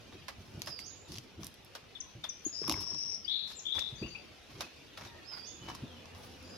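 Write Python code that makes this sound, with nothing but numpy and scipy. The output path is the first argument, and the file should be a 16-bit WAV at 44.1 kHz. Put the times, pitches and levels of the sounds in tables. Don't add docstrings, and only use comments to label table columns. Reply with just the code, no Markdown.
import sys
import numpy as np
from scipy import signal
from scipy.fft import rfft, irfft, next_fast_len
from scipy.io import wavfile
from scipy.ndimage import uniform_filter1d, map_coordinates

SR = 44100
rng = np.random.default_rng(int(sys.argv[2]) if len(sys.argv) > 2 else 0)


def generate_wav(signal):
    frames = np.transpose(np.atleast_2d(signal))
    scaled = np.clip(frames, -1, 1) * 32767
    pcm = np.round(scaled).astype(np.int16)
    wavfile.write(sys.argv[1], SR, pcm)


N = 289737

# start in seconds, level in dB, knock trim in dB,
# edge trim in dB, left over right in dB.
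BONE_CATCHES = [(0.594, -54, -4, 4, -4), (0.619, -20.5, -28, -11, 4), (0.661, -37, -25, -4, -1),
                (0.791, -30, -19.5, -11, 1), (1.12, -31, -26, -9.5, -1), (1.125, -35.5, -21, -11, 3),
                (1.144, -35, -21, -20, 0), (1.156, -33.5, -22, -25, 0), (1.1745, -32, -41, -25, 0),
                (1.1836, -26.5, -45, -12, 1), (1.433, -30, -16.5, -18, 4), (1.445, -36, -28, 0, -7),
                (1.468, -30.5, -29, 0, 2), (1.541, -45, -24, 0.5, -1), (1.648, -51, -25, 4, -4),
                (2.445, -46.5, -46, 2, 0), (2.641, -45.5, 0, -23, -13), (2.680, -25, -7, -4.5, -3),
                (2.696, -12, -15, -11.5, -1), (2.705, -28, -8, -16, 2), (2.714, -20.5, -9.5, -12, 1),
                (2.7234, -19, -16.5, -7, -1.5), (2.741, -35.5, -0.5, -22, -1),
                (2.767, -39.5, -4.5, -25, -3), (2.8068, -33.5, -14.5, -5, 2), (2.816, -44, -11, -2, -2),
                (2.838, -40, -9, -30, -9), (2.869, -36.5, -12, -28, -3), (2.881, -39, -20, -31, 3),
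                (2.917, -48, -1, -30, 1), (2.948, -35, -11, -32, 2), (3.0114, -47, -39, -14, 5),
                (3.753, -38, -16, -27, 2), (3.7929, -19, -45, -20, 0), (3.821, -36, -10, -30, 1),
                (4.62, -31.5, -8.5, -16, 7), (4.763, -44.5, -18, -17, 3), (5.011, -38, -30, -16, 1),
                (5.7005, -33.5, -2, -21, 0), (5.7501, -32.5, -8, -7.5, -2), (5.755, -39, -18, -12, 0),
                (6.0568, -38, -12, -32, 4), (6.149, -41, -10, -11, 0), (6.4274, -44, -18, -5, 3)]
# frequency in Hz, level in dB.
BONE_EQ = [(300, -7), (1500, -12.5), (2500, 3.5), (4000, 4), (6000, 7.5), (8000, -10), (12000, -23)]
EDGE_EQ = [(5000, -38), (8000, -2.5), (11500, 8.5), (14000, -3), (16000, -15)]
# frequency in Hz, bandwidth in Hz, level in dB.
SKULL_MODES = [(1020, 62, 29), (2240, 250, -28)]

def bone_ticks(snap_s=0.00084, crumble_s=0.0092, crumble_db=-15):
    out, t = np.zeros((2, N)), np.arange(SR // 12) / SR
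    envelope = np.exp(-t / snap_s) + amp(crumble_db) * np.exp(-t / crumble_s)
    for start, db, knock_db, edge_db, left_db in BONE_CATCHES:
        crack = amp(-12) * crest(coloured(stereo_noise(len(t), 0.4) * envelope, BONE_EQ))
        edge = amp(edge_db - 11) * crest(coloured(stereo_noise(len(t), 0.13) * envelope, EDGE_EQ))
        ring = sum(amp(level) * np.exp(-np.pi * width * t)
                   * np.sin(2 * np.pi * hz * rng.normal(1, 0.099) * t)
                   for hz, width, level in SKULL_MODES)
        knock = amp(knock_db - 4) * crest((ring * np.exp(-t / 0.007))[None])
        add(out, start, amp(db) * pan(left_db) * (crack + pan(-4) * edge + knock))
    return out


# start in seconds, length in seconds, then levels in dB for
KNIFE_STROKES = [(0.002, 0.095, -53, -73, -71, -83), (0.111, 0.024, -49, -54.5, -67, -78),
                 (0.386, 0.31, -50, -66, -64.5, -69), (0.658, 0.038, -62, -66, -53, -66),
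                 (0.791, 0.01, -49, -63, -51, -62), (1.074, 0.087, -48, -72, -54, -62),
                 (1.397, 0.068, -47, -52, -60.5, -62), (2.418, 0.074, -55, -56.5, -64, -66),
                 (2.533, 0.043, -67, -78, -76, -78), (2.609, 0.072, -49, -46, -62, -76),
                 (2.675, 0.11, -36.5, -45, -63, -72), (2.792, 0.028, -50, -53, -52, -61),
                 (2.853, 0.1, -49, -52.5, -82, -85), (3.466, 0.056, -65, -52, -54.5, -76),
                 (3.738, 0.055, -46, -41.5, -49.5, -62), (4.016, 0.062, -48, -52.5, -78, -85),
                 (4.491, 0.16, -45, -49, -60.5, -76), (4.982, 0.086, -46, -47, -60.5, -77),
                 (5.311, 0.068, -59, -48.5, -65, -67), (5.611, 0.055, -41.5, -45, -63, -82),
                 (5.672, 0.02, -36.5, -35.5, -55, -78), (5.741, 0.01, -52, -49.5, -59, -78),
                 (6.149, 0.098, -74, -54, -60, -60), (6.262, 0.77, -66, -69, -61, -75)]

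def stroke_envelopes(bite_s=0.0097, build_db=6.5, release_s=0.019, linger_db=-12.5, linger_s=0.11):
    power, t = np.zeros((4, N)), np.arange(SR) / SR
    for start, length, *levels_db in KNIFE_STROKES:
        build = np.minimum(t / bite_s, 1) * amp(build_db * (np.minimum(t / length, 1) - 1))
        after = np.maximum(t - length, 0)
        release = np.hypot(np.exp(-after / release_s), amp(linger_db) * np.exp(-after / linger_s))
        add(power, start, (amp(levels_db)[:, None] * build * release) ** 2)
    return np.sqrt(power)


# frequency in Hz, level in dB.
BOARDS_EQ = [(18, -73), (30, -18.5), (102, -1), (234, -8.5), (264, -11), (317, -6), (436, -17), (510, -23),
             (552, -18), (700, -24.5), (910, -77), (1540, -120)]
FLESH_EQ = [(250, -35), (450, -3), (950, 4), (1500, -0.5), (2200, -4), (4000, -8), (7000, -31)]
RASP_EQ = [(1000, -11), (2500, -2), (5500, 8), (8000, -9), (11500, -4.5), (14000, -14), (16000, -38)]
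SLIDE_EQ = [(5000, -25), (8000, -10), (10500, 3), (13000, -8), (15500, -4)]

def sawing(judder_db=2):
    press, drag, tear, slide = stroke_envelopes() * amp(judder_db * wobble(45))
    boards = amp(-6.5) * unit(rush(BOARDS_EQ, grain_db=-0.5, patchy_db=3.5).mean(0))
    rub = amp(-6) * rush(FLESH_EQ, grain_db=3.5, patchy_db=4.5)
    rub += amp(-19.5) * scale_snaps(per_s=500, spread_db=9)
    rasp = amp(1.5) * rush(RASP_EQ, grain_db=1.5, patchy_db=3.5)
    rasp += amp(-8) * scale_snaps(per_s=70, spread_db=4)
    hiss = amp(-1.5) * rush(SLIDE_EQ, grain_db=2.5, patchy_db=3)
    return press * boards + drag * rub + tear * rasp * pan(-0.49) + slide * hiss


def scale_snaps(per_s, spread_db):
    snaps = (rng.random(N) < per_s / SR) * amp(spread_db * np.clip(rng.standard_normal(N), -2, 2))
    return unit(coloured(snaps * stereo_noise(N, 0.43), BONE_EQ))


# start in seconds, level in dB, pitch in Hz.
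WET_POCKETS = [(0.7909, -40.5, 2130), (2.741, -33.5, 2180), (2.746, -49, 2370)]

def wet_pops(life_s=0.00096):
    out, t = np.zeros(N), np.arange(SR // 40) / SR
    envelope = t / life_s * np.exp(1 - t / life_s)
    for start, db, hz in WET_POCKETS:
        add(out, start, amp(db) * envelope * np.sin(2 * np.pi * hz * t))
    return out


# start in seconds, level in dB, pitch in Hz, shudder trim in dB.
BODY_BUMPS = [(0.151, -42.5, 363, -5), (0.207, -49, 145, -6), (0.382, -41.5, 90, -5.5),
              (0.481, -45, 107, -20), (0.542, -39, 102, -4.5), (0.573, -43.5, 106, 5),
              (1.088, -38.5, 149, -5), (1.15, -41, 100, -21), (1.18, -41, 124, -7), (1.377, -41, 95, -5),
              (1.391, -37, 316, -4), (2.149, -39, 116, -9.5), (2.464, -28, 317, -27),
              (2.616, -30.5, 415, -12), (2.685, -30, 287, -7), (2.698, -27, 300, -17),
              (2.919, -41, 344, -5.5), (3.761, -41, 86, -6), (3.921, -36.5, 124, -6),
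              (4.015, -29.5, 200, -4.5), (4.025, -28, 380, -10), (4.048, -37, 200, -17),
              (4.061, -55, 190, -18), (4.546, -44.5, 126, -18), (5.614, -41.5, 115, -8),
              (5.821, -33.5, 125, -10), (5.833, -30.5, 235, -24), (5.845, -38.5, 284, -22)]

def body_thuds(rise_cycles=0.95, shudder_t60_s=0.26, low_cut_hz=45):
    out, t = np.zeros((2, N)), np.arange(SR // 3) / SR
    for start, db, hz, shudder_db in BODY_BUMPS:
        age = t * hz / rise_cycles
        push = age * np.exp(1 - age) * np.sin(2 * np.pi * hz * t)
        shudder = crest(coloured(stereo_noise(len(t), 0.97) * amp(-60 * t / shudder_t60_s), BOARDS_EQ))
        add(out, start, amp(db) * (amp(-4.5) * push + amp(shudder_db - 3) * shudder))
    return signal.sosfilt(signal.butter(2, low_cut_hz, "highpass", fs=SR, output="sos"), out)


# start in seconds, level in dB, left over right in dB, snap trim in dB.
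CLACK_HITS = [(0.282, -36, -2, -8), (0.672, -37, 0.5, -3), (1.751, -38.5, 0, -4), (2.24, -39, -0.5, -8),
              (4.021, -53.5, 15, -30), (4.607, -33, -1.5, -0.5), (4.974, -39.5, 0.5, -16),
              (5.049, -45, 3, -16)]
# frequency in Hz, level in dB.
CLACK_EQ = [(210, -53), (350, -35), (537, 1), (824, 0.5), (1280, -0.5), (2000, -3), (2310, -5.5),
            (2750, -5.5), (2980, -7), (3280, -4), (5530, -7.5), (8220, -23.5), (11500, -19.5), (15500, -30)]

def wooden_clacks(rise_s=0.00021, decay_s=0.016, snap_s=0.0084):
    out, t = np.zeros((2, N)), np.arange(SR // 6) / SR
    envelope = (1 - np.exp(-t / rise_s)) * np.exp(-t / decay_s)
    for start, db, left_db, snap_db in CLACK_HITS:
        body = crest(coloured(stereo_noise(len(t), 0.33) * envelope, CLACK_EQ))
        snap = crest(coloured(stereo_noise(len(t), 0.26) * np.exp(-t / snap_s), RASP_EQ))
        add(out, start, amp(db - 2.5) * pan(left_db) * (body + amp(snap_db) * snap))
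    return out


# start and length in
# seconds, first, middle and last pitch in Hz, level in dB, direct-path trim in dB.
NEAR_CHIPS = [(1.951, 0.018, 3730, 3470, 3340, -39, 1.5), (2.003, 0.0122, 6220, 6150, 5600, -33.5, 3.5),
              (2.237, 0.0195, 3620, 3560, 3270, -35, 5.5), (2.29, 0.0134, 6200, 5990, 5300, -29, 0.5),
              (2.449, 0.0304, 6450, 6680, 7060, -28, -1), (3.247, 0.011, 4770, 4770, 4870, -36, 4.5),
              (3.252, 0.033, 2770, 3070, 3200, -52, 6), (3.279, 0.018, 3350, 3405, 3560, -30, 4.5),
              (3.55, 0.026, 7040, 7320, 7270, -37.5, -9), (3.586, 0.017, 6960, 6320, 5100, -34.5, -4),
              (3.955, 0.0127, 5630, 6340, 6670, -42, -5), (3.978, 0.06, 4740, 4660, 4610, -40, -5),
              (4.024, 0.0278, 2430, 2675, 2900, -34.5, -3.5), (4.08, 0.0182, 5460, 6380, 6770, -47, -3),
              (4.103, 0.0448, 4470, 4656, 4670, -41, -3.5), (4.148, 0.0175, 2413, 2563, 2780, -35, 0)]
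# start, attack and length in seconds, first and last pitch in Hz, level and fade
# in dB, beats per second, sweep in Hz, pulsing in dB, opening hoarseness in Hz, rasp in Hz.
NEAR_TRILLS = [(2.518, 0.025, 0.65, 5280, 5516, -33, -0.6, 114.5, 266, 7.5, 145.3, 83.7),
               (3.277, 0.013, 0.2, 3488, 3944, -27.5, 9.5, 280, 337, -3, 25, 69),
               (3.6396, 0.046, 0.255, 3330, 3685, -27, 10, 71.5, 225, 6.5, 35.4, 61)]
# frequency in Hz, level in dB.
THROAT_EQ = [(2400, -17), (2850, -2), (3150, -4), (3450, 6), (3800, 1), (4100, 4.5), (4400, 4), (4750, -15)]
RIGHT_SIDE_EQ = [(3600, -2.5), (5300, 3), (6500, 3.5)]

def near_bird(lag_radians=2.53):
    high, rising, slow = [trill(*row) for row in NEAR_TRILLS]
    low = coloured((rising + slow)[None], THROAT_EQ)[0]
    high_envelope = np.sqrt(np.abs(uniform_filter1d(high ** 2, size=400)))
    undertone = high_envelope * tone(4000 + 60 * wobble(200))
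    sheen = filtered(high * unit(undertone), lambda hz: hz > 7000)
    buzz = high + low + amp(-27.5) * undertone + amp(-39.5) * sheen
    song = buzz + chirps([row[:-1] for row in NEAR_CHIPS])
    aimed = buzz + chirps([(*note, db + direct_db) for *note, db, direct_db in NEAR_CHIPS])
    lagged = filtered(aimed, lambda hz: np.exp(-1j * lag_radians))
    direct = amp(-2.3) * np.array([aimed, amp(-16.5) * lagged])
    left, right = direct + amp([[-12], [-19]]) * scatter(song) + amp([[-9], [-17.5]]) * yard_reverb(song)
    return np.array([left, filtered(right, lambda hz: amp(along(RIGHT_SIDE_EQ, hz)))])


def trill(start, attack_s, length, first_hz, last_hz, db, fade_db, rate_hz, sweep_hz, pulse_db,
          hoarse_hz, rasp_hz, release_s=0.0061, hoarsest_s=0.0587, scoop_s=0.0171, scoop_hz=150):
    t = np.arange(N) / SR - start
    progress = np.clip(t / length, 0, 1)
    gate = np.clip(t / attack_s, 0, 1) * np.clip(1 - (t - length) / release_s, 0, 1)
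    looseness = 0.11 * np.clip(t / 0.2, 0, 1) ** 2
    beat = 2 * np.pi * np.cumsum((t > 0) * rate_hz * (1 + looseness * wobble(120))) / SR
    swing = np.cos(beat) + 0.12 * np.cos(2 * beat)
    opening = np.exp(-2 * (t / hoarsest_s - 1) ** 2)
    rasp = rasp_hz * wobble(700) + hoarse_hz * opening * (wobble(1400) - 1.1)
    climb = first_hz + (last_hz - first_hz) * progress ** 0.6
    scoop = np.exp(-np.maximum(t, 0) / scoop_s)
    pitch = climb - scoop_hz * scoop + sweep_hz * (1 - scoop) * swing + rasp
    depth_db = pulse_db * (0.5 - 0.35 * progress)
    pulses = unit(amp(depth_db * np.sin(beat) + 2.2 * wobble(160)))
    return gate * amp(db - fade_db * progress) * pulses * tone(pitch)


def chirps(notes, swell=0.37, quiver_s=0.0022, waver_hz=12):
    out, waver = np.zeros(N + SR), wobble(450)
    for start, length, first_hz, middle_hz, last_hz, db in notes:
        progress = np.linspace(0, 1, int(length * SR))
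        glide = np.polyval(np.polyfit([0, .5, 1], [first_hz, middle_hz, last_hz], 2), progress)
        depth_hz = waver_hz + quiver_s * abs(last_hz - first_hz) / length
        quiver = depth_hz * np.roll(waver, -int(start * SR))[:len(progress)]
        envelope = np.abs(np.sin(np.pi * progress)) ** swell
        add(out, start, amp(db + 2) * envelope * tone(glide + quiver))
    return out[:N]


# start in seconds, level in dB.
WHISTLE_CUES = [(0.633, -2), (5.242, -2)]
# time into it in seconds, pitch in Hz, level in dB.
WHISTLE_SHAPE = [(0, 3980, -62), (.009, 4680, -54), (.024, 5090, -55), (.046, 5260, -40), (.066, 5120, -51),
                 (.085, 4900, -42.5), (.12, 4730, -50), (.155, 4692, -49), (.186, 4760, -55),
                 (.206, 5200, -50), (.222, 6070, -50), (.235, 6510, -43.5), (.255, 6716, -50.5),
                 (.3, 6750, -59.5)]

def whistling_bird(waver_hz=9):
    hz, db = curves(WHISTLE_SHAPE)
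    song, size = np.zeros(N), int(WHISTLE_SHAPE[-1][0] * SR)
    for start, level in WHISTLE_CUES:
        whistle = amp(db + level + 8) * tone(hz + waver_hz * wobble(252))
        add(song, start, whistle[:size])
    foliage = amp([[-19], [-12]]) * scatter(song, decay_s=0.02)
    return amp([[-19], [-4.5]]) * song + foliage + amp([[-14.5], [-3.5]]) * yard_reverb(song)


# start and length in seconds, first, middle and last pitch in Hz,
# level in dB, direct-path trim in dB.
DISTANT_CALLS = [(.9, 0.025, 4300, 3850, 3430, -64, 2), (.95, 0.1, 7170, 7070, 6980, -64.5, -10),
                 (1.045, 0.037, 4190, 3850, 3400, -71, 3), (4.631, 0.028, 2610, 2550, 2580, -61.5, 9),
                 (5.072, 0.016, 3780, 3750, 3720, -64, 7.5), (5.08, 0.093, 945, 938, 955, -68, 5.5),
                 (5.08, 0.086, 1966, 1856, 1860, -68, 0), (5.18, 0.029, 1860, 1816, 1770, -63, 4.5),
                 (5.385, 0.22, 3150, 3535, 3380, -65, -2), (5.605, 0.12, 3016, 3006, 3020, -63, 4.5),
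                 (5.83, 0.17, 3970, 3200, 2960, -65.5, 1), (6.42, 0.19, 4650, 4975, 4890, -63, -4),
                 (6.44, 0.068, 7020, 7000, 6770, -69, -6)]

def far_birds():
    song = chirps([row[:-1] for row in DISTANT_CALLS], waver_hz=38)
    direct = chirps([(*note, db + direct_db) for *note, db, direct_db in DISTANT_CALLS], waver_hz=20)
    return amp(1.5) * direct + amp(4.5) * yard_reverb(song)


def bird_chorus(count=260):
    when, duration, pitch, glide, level = rng.random((count, 5)).T
    start, length = when * N / SR, 0.016 + 0.0346 * duration
    hz = 2400 + 2000 * pitch ** 1.5
    notes = np.transpose([start, length, hz * 1.1, hz, hz * (0.862 + 0.13 * glide), -74 + 3 * level])
    return yard_reverb(chirps(notes))


# time in seconds, air level in dB, leaf level in dB.
HUSH_LEVELS = [(0.0, -59, -62.5), (0.71, -58, -65), (2.53, -60.5, -64), (2.82, -57, -66), (3.29, -61, -64),
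               (4.06, -58, -62.5), (4.9, -59, -62), (6.57, -52.5, -62)]
# frequency in Hz, level in dB.
AIR_EQ = [(15, -52), (25, -18), (82, -2), (129, -6.5), (206, -7.5), (244, -7.5), (295, -8.5), (493, -10),
          (595, -12.5), (671, -13), (1500, -19), (1950, -25), (3300, -120)]
LEAVES_EQ = [(710, -74), (1200, -9.5), (1350, -10), (2590, 0), (3140, -1.5), (4020, -4.5), (5910, -7.5),
             (7170, -16.5), (9270, -23), (9990, -17), (11000, -20), (13500, -23), (15500, -35)]

def outdoor_hush():
    air_db, leaves_db = curves(HUSH_LEVELS)
    air = amp(air_db + 0.4 + 0.6 * wobble(6.3)) * rush(AIR_EQ, grain_db=0.4, patchy_db=3)
    leaves = amp(leaves_db + 3.5 + 0.1 * wobble(1.12)) * rush(LEAVES_EQ, grain_db=0.6, patchy_db=3.5)
    return air + leaves


# pitch in Hz, level in dB.
HUM_TONES = [(87, -57.5), (240, -62), (510, -62.5)]

def faint_hum(start_s=5.87, fade_in_s=0.03, waver_hz=7, flutter_db=3):
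    tones = sum(amp(db) * unit(amp(flutter_db * wobble(18))) * tone(hz + waver_hz * wobble(40))
                for hz, db in HUM_TONES)
    return tones * np.clip((np.arange(N) / SR - start_s) / fade_in_s, 0, 1)


def scatter(song, decay_s=0.023, patterns=4, head_turns_per_s=14):
    t = np.arange(SR // 14) / SR
    impulses = rng.standard_normal((patterns, 2, len(t))) * np.exp(-t / decay_s)
    impulses /= np.linalg.norm(impulses[0, 0])
    echoes = signal.fftconvolve(song[None, None], impulses, axes=2)[..., :N]
    shares = np.array([wobble(head_turns_per_s) for _ in range(patterns)])
    shares /= np.linalg.norm(shares, axis=0)
    return (echoes * shares[:, None]).sum(0)


# frequency in Hz, time to fall 60 dB in seconds.
YARD_DECAY = [(200, 0.28), (2000, 0.48), (5000, 0.5), (10000, 0.32)]

def yard_reverb(x, build_s=0.0021):
    hz, t, noise = signal.stft(rng.standard_normal((2, SR // 2)), SR, nperseg=256)
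    envelope = amp(-60 * t / along(YARD_DECAY, hz)[:, None]) * (1 - np.exp(-t / build_s))
    tail = signal.istft(noise * envelope, SR, nperseg=256)[1]
    return signal.fftconvolve(np.atleast_2d(x), tail / np.linalg.norm(tail[0]), axes=1)[:, :N]


# frequency in Hz, left-right likeness from 0 to 1.
STEREO_LIKENESS = [(60, 0.81), (150, 0.54), (380, 0.4), (950, 0.29), (2380, 0.46), (5980, 0.088),
                   (15000, 0.03)]

def rush(eq, grain_db, patchy_db):
    def mid_side_gains(hz):
        width = np.arccos(np.clip(along(STEREO_LIKENESS, hz), -1, 1)) / 2
        return amp(along(eq, hz)) * [np.cos(width), np.sin(width)]

    bins = signal.stft(rng.standard_normal((2, N)), nperseg=1024)[2]
    patches = uniform_filter1d(rng.standard_normal(bins.shape[1:]), size=2, axis=0)
    patches = unit(uniform_filter1d(patches, size=5, axis=1))
    noise = signal.istft(bins * amp(patchy_db * patches), nperseg=1024)[1][:, :N]
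    grains = noise * amp(grain_db * (wobble(700) + wobble(70)))
    mid, side = filtered(grains, mid_side_gains)
    return unit(np.array([mid + side, mid - side]))


def stereo_noise(size, likeness):
    shared = np.sqrt(likeness) * rng.standard_normal(size)
    return shared + np.sqrt(1 - likeness) * rng.standard_normal((2, size))


def tone(hz):
    return np.sin(2 * np.pi * np.cumsum(hz) / SR)


def wobble(rate):
    return map_coordinates(rng.standard_normal(int(N * rate / SR) + 4), [np.arange(N) * rate / SR])


def coloured(x, eq, size=1024):
    cepstrum = irfft(np.log(amp(along(eq, np.fft.rfftfreq(size, 1 / SR))) + 1e-6))
    cepstrum[1:size // 2] *= 2
    cepstrum[size // 2 + 1:] = 0
    impulse = irfft(np.exp(rfft(cepstrum)))
    return signal.fftconvolve(x, impulse[None], axes=1)[:, :x.shape[1]]


def filtered(x, response):
    size = next_fast_len(x.shape[-1] + 8192)
    return irfft(rfft(x, size) * response(np.fft.rfftfreq(size, 1 / SR)), size)[..., :x.shape[-1]]


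def along(points, hz):
    knots_hz, values = np.transpose(points)
    return np.interp(np.log(hz + 1), np.log(knots_hz + 1), values)


def curves(rows):
    times, *columns = np.transpose(rows)
    return [np.interp(np.arange(N) / SR, times, column) for column in columns]


def amp(db):
    return 10 ** (np.asarray(db) / 20)


def pan(left_db):
    return amp([[left_db / 2], [-left_db / 2]])


def unit(x):
    return x / np.sqrt(np.mean(x ** 2) + 1e-20)


def crest(x):
    return x / np.sqrt(uniform_filter1d(np.mean(x ** 2, 0), 88, mode="constant").max() + 1e-20)


def add(track, start_s, sound):
    part = track[..., max(round(start_s * SR), 0):][..., :sound.shape[-1]]
    part += sound[..., :part.shape[-1]]


def scene():
    work = bone_ticks() + wet_pops() + wooden_clacks() + body_thuds() + sawing()
    echo = amp(-15.5) * yard_reverb(work)
    birds = near_bird() + whistling_bird() + far_birds() + bird_chorus()
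    return work + echo + birds + outdoor_hush() + faint_hum()


def record(dry, high_cut_hz=15900):
    tilt_db = lambda hz: along([(6500, 0), (9500, 1.5)], hz)
    return filtered(dry, lambda hz: amp([-tilt_db(hz), tilt_db(hz) / 2]) * (hz < high_cut_hz))


dry = scene()
out = record(dry)
generate_wav(out)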